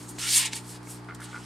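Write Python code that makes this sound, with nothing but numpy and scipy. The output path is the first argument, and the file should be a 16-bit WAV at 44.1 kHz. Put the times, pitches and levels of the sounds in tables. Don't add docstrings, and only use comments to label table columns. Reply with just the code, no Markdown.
import sys
import numpy as np
from scipy import signal
from scipy.io import wavfile

SR = 44100
rng = np.random.default_rng(int(sys.argv[2]) if len(sys.argv) > 2 else 0)


def invert_db(level):
    return 10 ** (np.asarray(level, dtype=float) / 20)


def master_out(mix):
    frames = np.transpose(np.atleast_2d(mix))
    ceiling = np.clip(frames, -1, 1)
    pcm = np.round(ceiling * 32767).astype(np.int16)
    wavfile.write(sys.argv[1], SR, pcm)


N = 63945
LEFT_RIGHT = np.array([[1], [-1]])


def rms_one(x):
    return x / np.sqrt(np.mean(x ** 2) + 1e-20)


def at_hz(points, hz):
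    table_hz, value = np.array(points).T[:2]
    return np.interp(np.log(hz), np.log(table_hz), value)


def drift(rate_hz):
    hop = 40
    r = np.exp(-2 * np.pi * rate_hz * hop / SR)
    noise = rng.standard_normal(N // hop + 2002)
    slow = signal.lfilter([1], [1, -2 * r, r * r], noise)[2000:]
    return np.interp(np.arange(N) / hop, np.arange(len(slow)), rms_one(slow))


def ring(clicks, hz, t60_s):
    r = invert_db(-60 / (t60_s * SR))
    w = 2 * np.pi * hz / SR
    return signal.lfilter([0, np.sin(w)], [1, -2 * r * np.cos(w), r * r], clicks + 1e-18)


def resonance(x, hz, width_hz):
    r = np.exp(-np.pi * width_hz / SR)
    bottom = [1, -2 * r * np.cos(2 * np.pi * hz / SR), r * r]
    return signal.lfilter(np.array([1, 0, -1]) * (1 - r * r) / 2, bottom, x)


def stereo_bands(source, spectrum, likeness, low_hz, patchy_db, rate_hz):
    edges = low_hz * 2 ** np.arange(0, np.log2(17000 / low_hz), 1 / 3)
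    for k, (low, high) in enumerate(zip(edges, edges[1:])):
        band_pass = signal.butter(2, [low, high], "band", fs=SR, output="sos")
        mid, side = signal.sosfilt(band_pass, source[k % 2])
        hz = np.sqrt(low * high)
        alike = np.clip(at_hz(likeness, hz), -1, 1)
        gain = invert_db(at_hz(spectrum, hz) + patchy_db * drift(rate_hz))
        yield hz, gain * (np.sqrt(1 + alike) * mid + np.sqrt(1 - alike) * side * LEFT_RIGHT)


# (frequency [Hz], relative density [dB per Hz])
ROOM_NOISE_COLOUR = [(15, -32), (25, -6.5), (152, -7.5), (246, -1), (421, -6.5), (631, -12), (945, -5),
                     (2120, -13.5), (2360, -19), (3720, -25), (4620, -21), (6210, -32), (8580, -27),
                     (10600, -33), (15500, -51)]
# (frequency [Hz], likeness [-1 to 1])
ROOM_NOISE_LIKENESS = [(60, 0.3), (150, 0.44), (380, 0.28), (950, 0.59), (2380, 0.45), (5980, 0.3),
                       (15000, 0.41)]


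def room_noise():
    level_db = -49.5
    noise = rng.standard_normal((2, 2, N))
    bands = stereo_bands(noise, ROOM_NOISE_COLOUR, ROOM_NOISE_LIKENESS, 25.5, patchy_db=0.35, rate_hz=2.8)
    return invert_db(level_db) * rms_one(sum(band for hz, band in bands))


HUM_LEVELS = [-60.5, -47, -52, -59, -52, -59, -61.5, -67, -83, -71.5, -76, -68, -85, -65, -66]


def hum():
    mains_hz, waver_db, waver_hz = 60, 0.5, 6.6
    turn = 2 * np.pi * mains_hz * np.arange(N) / SR
    out = np.zeros(N)
    for k, level_db in enumerate(HUM_LEVELS, 1):
        height = np.sqrt(2) * invert_db(level_db + waver_db * drift(waver_hz))
        out += height * np.sin(k * turn + 0.6 * k * k)
    return out


# (start time [s], end time [s], frequency [Hz], width [Hz], level at full swell [dB rms])
SINGING_BANDS = [(-.02, 0.197, 270, 119, -52.5), (1.18, 1.301, 1500, 600, -53.5),
                 (-.04, .21, 6630, 90, -60.5), (0.186, 0.303, 1365, 307, -49.5),
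                 (0.352, 0.475, 1030, 154, -48.5), (.44, 0.497, 900, 98, -49.5), (.52, .63, 877, 99, -56),
                 (0.543, .572, 4540, 400, -44), (0.715, 0.76, 1620, 300, -58.5)]


def singing_bands():
    t = np.arange(N) / SR
    out = np.zeros(N)
    for start, end, hz, width_hz, level_db in SINGING_BANDS:
        progress = np.clip((t - start) / (end - start), 0, 1)
        swell = np.clip(3.6 * np.sin(np.pi * progress), 0, 1)
        narrow = resonance(rng.standard_normal(N), hz, width_hz)
        narrow = resonance(narrow, hz, width_hz)
        out += invert_db(level_db) * swell * rms_one(narrow)
    return out


# (time [s], strength [dB], tilt around 1 kHz [dB per octave])
LANDINGS = [(.532, -33, 5), (0.8719, -40.5, 1)]
# (frequency [Hz], relative level [dB], time to fall 60 dB [s])
MAT_TONES = [(270, 1, 0.095), (600, -13, .04), (900, -8, 0.064), (1590, -7.5, 0.024), (2186, -3.5, 0.034),
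             (2680, -9.5, 0.021)]


def thuds():
    out = np.zeros(N)
    for time, strength_db, tilt in LANDINGS:
        click = np.zeros(N)
        click[int(time * SR)] = 1
        for k, (hz, level_db, t60_s) in enumerate(MAT_TONES):
            gain = invert_db(strength_db + level_db + tilt * np.log2(hz / 1000))
            out += gain * ring(click, hz, t60_s) * (-1) ** k
    return out


# (time [s], strength [dB])
JOINT_SLIPS = [(1.0864, -37), (1.0914, -37), (1.0969, -33.5), (1.1034, -47), (1.1084, -36.5), (1.1214, -39),
               (1.1336, -43), (1.1992, -37.5), (1.2038, -52), (1.2167, -39), (1.2273, -42), (1.3294, -33.5),
               (1.3334, -42), (1.3434, -33.5), (1.3544, -35), (1.3614, -35), (1.3704, -39), (1.3774, -36),
               (1.3897, -49)]
# (frequency [Hz], relative level [dB], time to fall 60 dB [s])
JOINT_TONES = [(900, -13.5, 0.047), (1163, -5.5, 0.032), (1444, 2, 0.026), (1770, -7, .015),
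               (2083, -5, 0.028), (2540, -15, .012), (3160, -14.5, 0.013), (4420, -22, .012)]


def creaks():
    drag_db, drag_t60_s, chance_db = -22, 0.017, 1.3
    times, strength_db = np.transpose(JOINT_SLIPS)
    chance = rng.standard_normal((len(times), len(JOINT_TONES)))
    fade = invert_db(-60 / (drag_t60_s * SR))
    rough = invert_db(drag_db) * rng.standard_normal(N)
    out = np.zeros(N)
    for k, (hz, level_db, t60_s) in enumerate(JOINT_TONES):
        clicks = np.zeros(N)
        clicks[(times * SR).astype(int)] = invert_db(strength_db + level_db + chance_db * chance[:, k])
        drag = rough * signal.lfilter([1], [1, -fade], clicks + 1e-18)
        out += ring(clicks + drag, hz, t60_s) * (-1) ** k
    return signal.lfilter([0.3], [1, -0.7], out)


# (time [s], strength as a peak [dB], tilt [dB per octave],
# time constant of the rise [s], time to fall 60 dB [s])
EDGE_TICKS = [(.5328, -20.5, -6, 0.00077, 0.012), (0.8303, -43, -3, .0004, 0.019),
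              (1.046, -44, -6, .0004, .014), (1.148, -33.5, 3, .0003, 0.014),
              (1.1503, -41, -3, .0004, 0.011), (1.2052, -36.5, 1, .0004, .008)]


def tick_bursts(t):
    crest_db = 10
    bursts = []
    for time, peak_db, tilt, rise_s, t60_s in EDGE_TICKS:
        rise = np.exp(np.minimum(t - time, 0) / rise_s)
        fall = invert_db(-60 * np.maximum(t - time, 0) / t60_s)
        bursts.append((invert_db(peak_db - crest_db) * np.where(t < time, rise, fall), tilt))
    return bursts


def friction_noise():
    grains_per_s, spread_db, smooth_db = 12000, 2.5, 6
    strength = invert_db(spread_db * np.minimum(rng.exponential(1, N), 5))
    grains = (rng.random(N) < grains_per_s / SR) * strength
    roughness = rms_one(grains) + invert_db(smooth_db)
    return rng.standard_normal((2, 2, N)) * roughness


# (time [s], level before the resonances [dB], tilt [dB per octave],
#  loss below the body edge [dB per octave, negative counts as 0])
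CONTACT = [
    [(0.0, -50, -0.5, -1), (0.074, -55, 2, -2), (0.094, -45.5, 7.5, 2), (0.134, -56.5, -1.5, 2),
     (0.18, -52.5, 1, 0), (0.186, -41, -13, -4)],
    [(0.186, -39, -1.5, -1), (0.198, -36, -2, -8), (0.264, -32, -4, 7), (0.3, -26, -1.5, 2)],
    [(0.3, -27, -0.5, 9), (0.372, -20.5, 2, -5), (0.44, -31, -5.5, 6)],
    [(0.44, -35.5, -7.5, 14), (0.458, -28, -5, 15), (0.506, -58, -11.5, 14), (0.536, -35, -3.5, 15),
     (0.542, -42, -2, 0), (0.564, -35, 0, -3), (0.62, -56.5, -3.5, 5)],
    [(0.62, -58, 1, 2), (0.704, -45.5, 3, 2), (0.764, -49.5, -3.5, 4), (0.8, -69, -1.5, 2),
     (0.912, -45, 4.5, 2), (0.994, -57.5, -0.5, 2), (1.012, -66, -3, 2), (1.082, -68, -4, 4),
     (1.088, -62, -16, -1), (1.14, -78, -3, 2)],
    [(1.14, -71, 0, 2), (1.144, -64, -1, 2), (1.15, -52, -1, 2), (1.176, -67.5, -3, 2), (1.192, -64, -8, 2),
     (1.202, -58, -2.5, -1), (1.244, -43, 1, 0), (1.272, -54.5, -4.5, -3), (1.45, -53, -4.5, -2)],
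]
# (frequency [Hz], relative density [dB per Hz])
CARD_COLOUR = [(350, -53), (600, -26.5), (1490, -17), (1930, -12), (2130, -9), (2280, -7), (2610, -21),
               (2830, -6), (5220, -2.5), (5820, -5), (8520, -0.5), (12000, -12.5), (15500, -41)]
# (frequency [Hz], width [Hz], lift [dB])
CARD_RESONANCES = [(1877, 70, 7), (2276, 33, 5.5), (2905, 89, 3.5), (3210, 52, 2.5), (4430, 150, 1.5),
                   (5310, 230, 2.5), (6200, 110, 1), (7700, 200, 2.5), (8330, 350, 4.5), (8930, 220, 4)]
# (frequency [Hz], likeness [-1 to 1])
FRICTION_LIKENESS = [(60, 0.95), (180, 0.97), (550, 0.89), (1650, 0.98), (4970, 0.98), (15000, 0.52)]
# (frequency [Hz], left over right [dB])
FRICTION_PAN = [(1000, .5), (2400, -1), (4400, -1.5), (8000, 0), (14000, 1.5)]


def card():
    tilt_pivot_hz, body_edge_hz = 6000, 2200
    t = np.arange(N) / SR
    times, *columns = np.transpose(np.concatenate(CONTACT))
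    level_db, tilt, loss = [np.interp(t, times, column) for column in columns]
    bursts = tick_bursts(t)
    bands = list(stereo_bands(friction_noise(), CARD_COLOUR, FRICTION_LIKENESS, 510, patchy_db=1.5, rate_hz=17))
    reference = np.sqrt(np.mean(sum(band for hz, band in bands if hz > 3000) ** 2))
    out = np.zeros((2, N))
    for hz, band in bands:
        octaves = np.log2(hz / tilt_pivot_hz)
        octaves_below_edge = min(np.log2(hz / body_edge_hz), 0)
        slide = invert_db(level_db + tilt * octaves + np.maximum(loss, 0) * octaves_below_edge)
        ticks = sum(burst * invert_db(tick_tilt * octaves) for burst, tick_tilt in bursts)
        pan = invert_db(at_hz(FRICTION_PAN, hz) / 2 * LEFT_RIGHT)
        out += band * pan * (slide + ticks)
    lifts = sum((invert_db(lift_db) - 1) * resonance(out, hz, width_hz) for hz, width_hz, lift_db in CARD_RESONANCES)
    return (out + lifts) / reference


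def room_tail(x):
    t60_s, side_db, gap_s = 0.14, -7, 0.002
    t = np.arange(SR // 2) / SR
    mid, side = rng.standard_normal((2, len(t))) * invert_db(-60 * t / t60_s) * (t > gap_s)
    tail = mid + invert_db(side_db) * side * LEFT_RIGHT
    tail = tail / np.sqrt(np.sum(tail ** 2) / 2)
    return signal.fftconvolve(x[None], tail, axes=1)[:, :N]


def scene():
    tail_db = -10
    near = singing_bands() + thuds() + creaks() + card()
    tail = invert_db(tail_db) * room_tail(near.mean(axis=0))
    return room_noise() + hum() + near + tail


def low_pass(x):
    return signal.sosfilt(signal.butter(12, 15760, fs=SR, output="sos"), x)


def record(dry):
    bass_cut = signal.butter(2, 34, "high", fs=SR, output="sos")
    mix = signal.sosfilt(bass_cut, dry)
    return low_pass(mix)


dry = scene()
out = record(dry)
master_out(out)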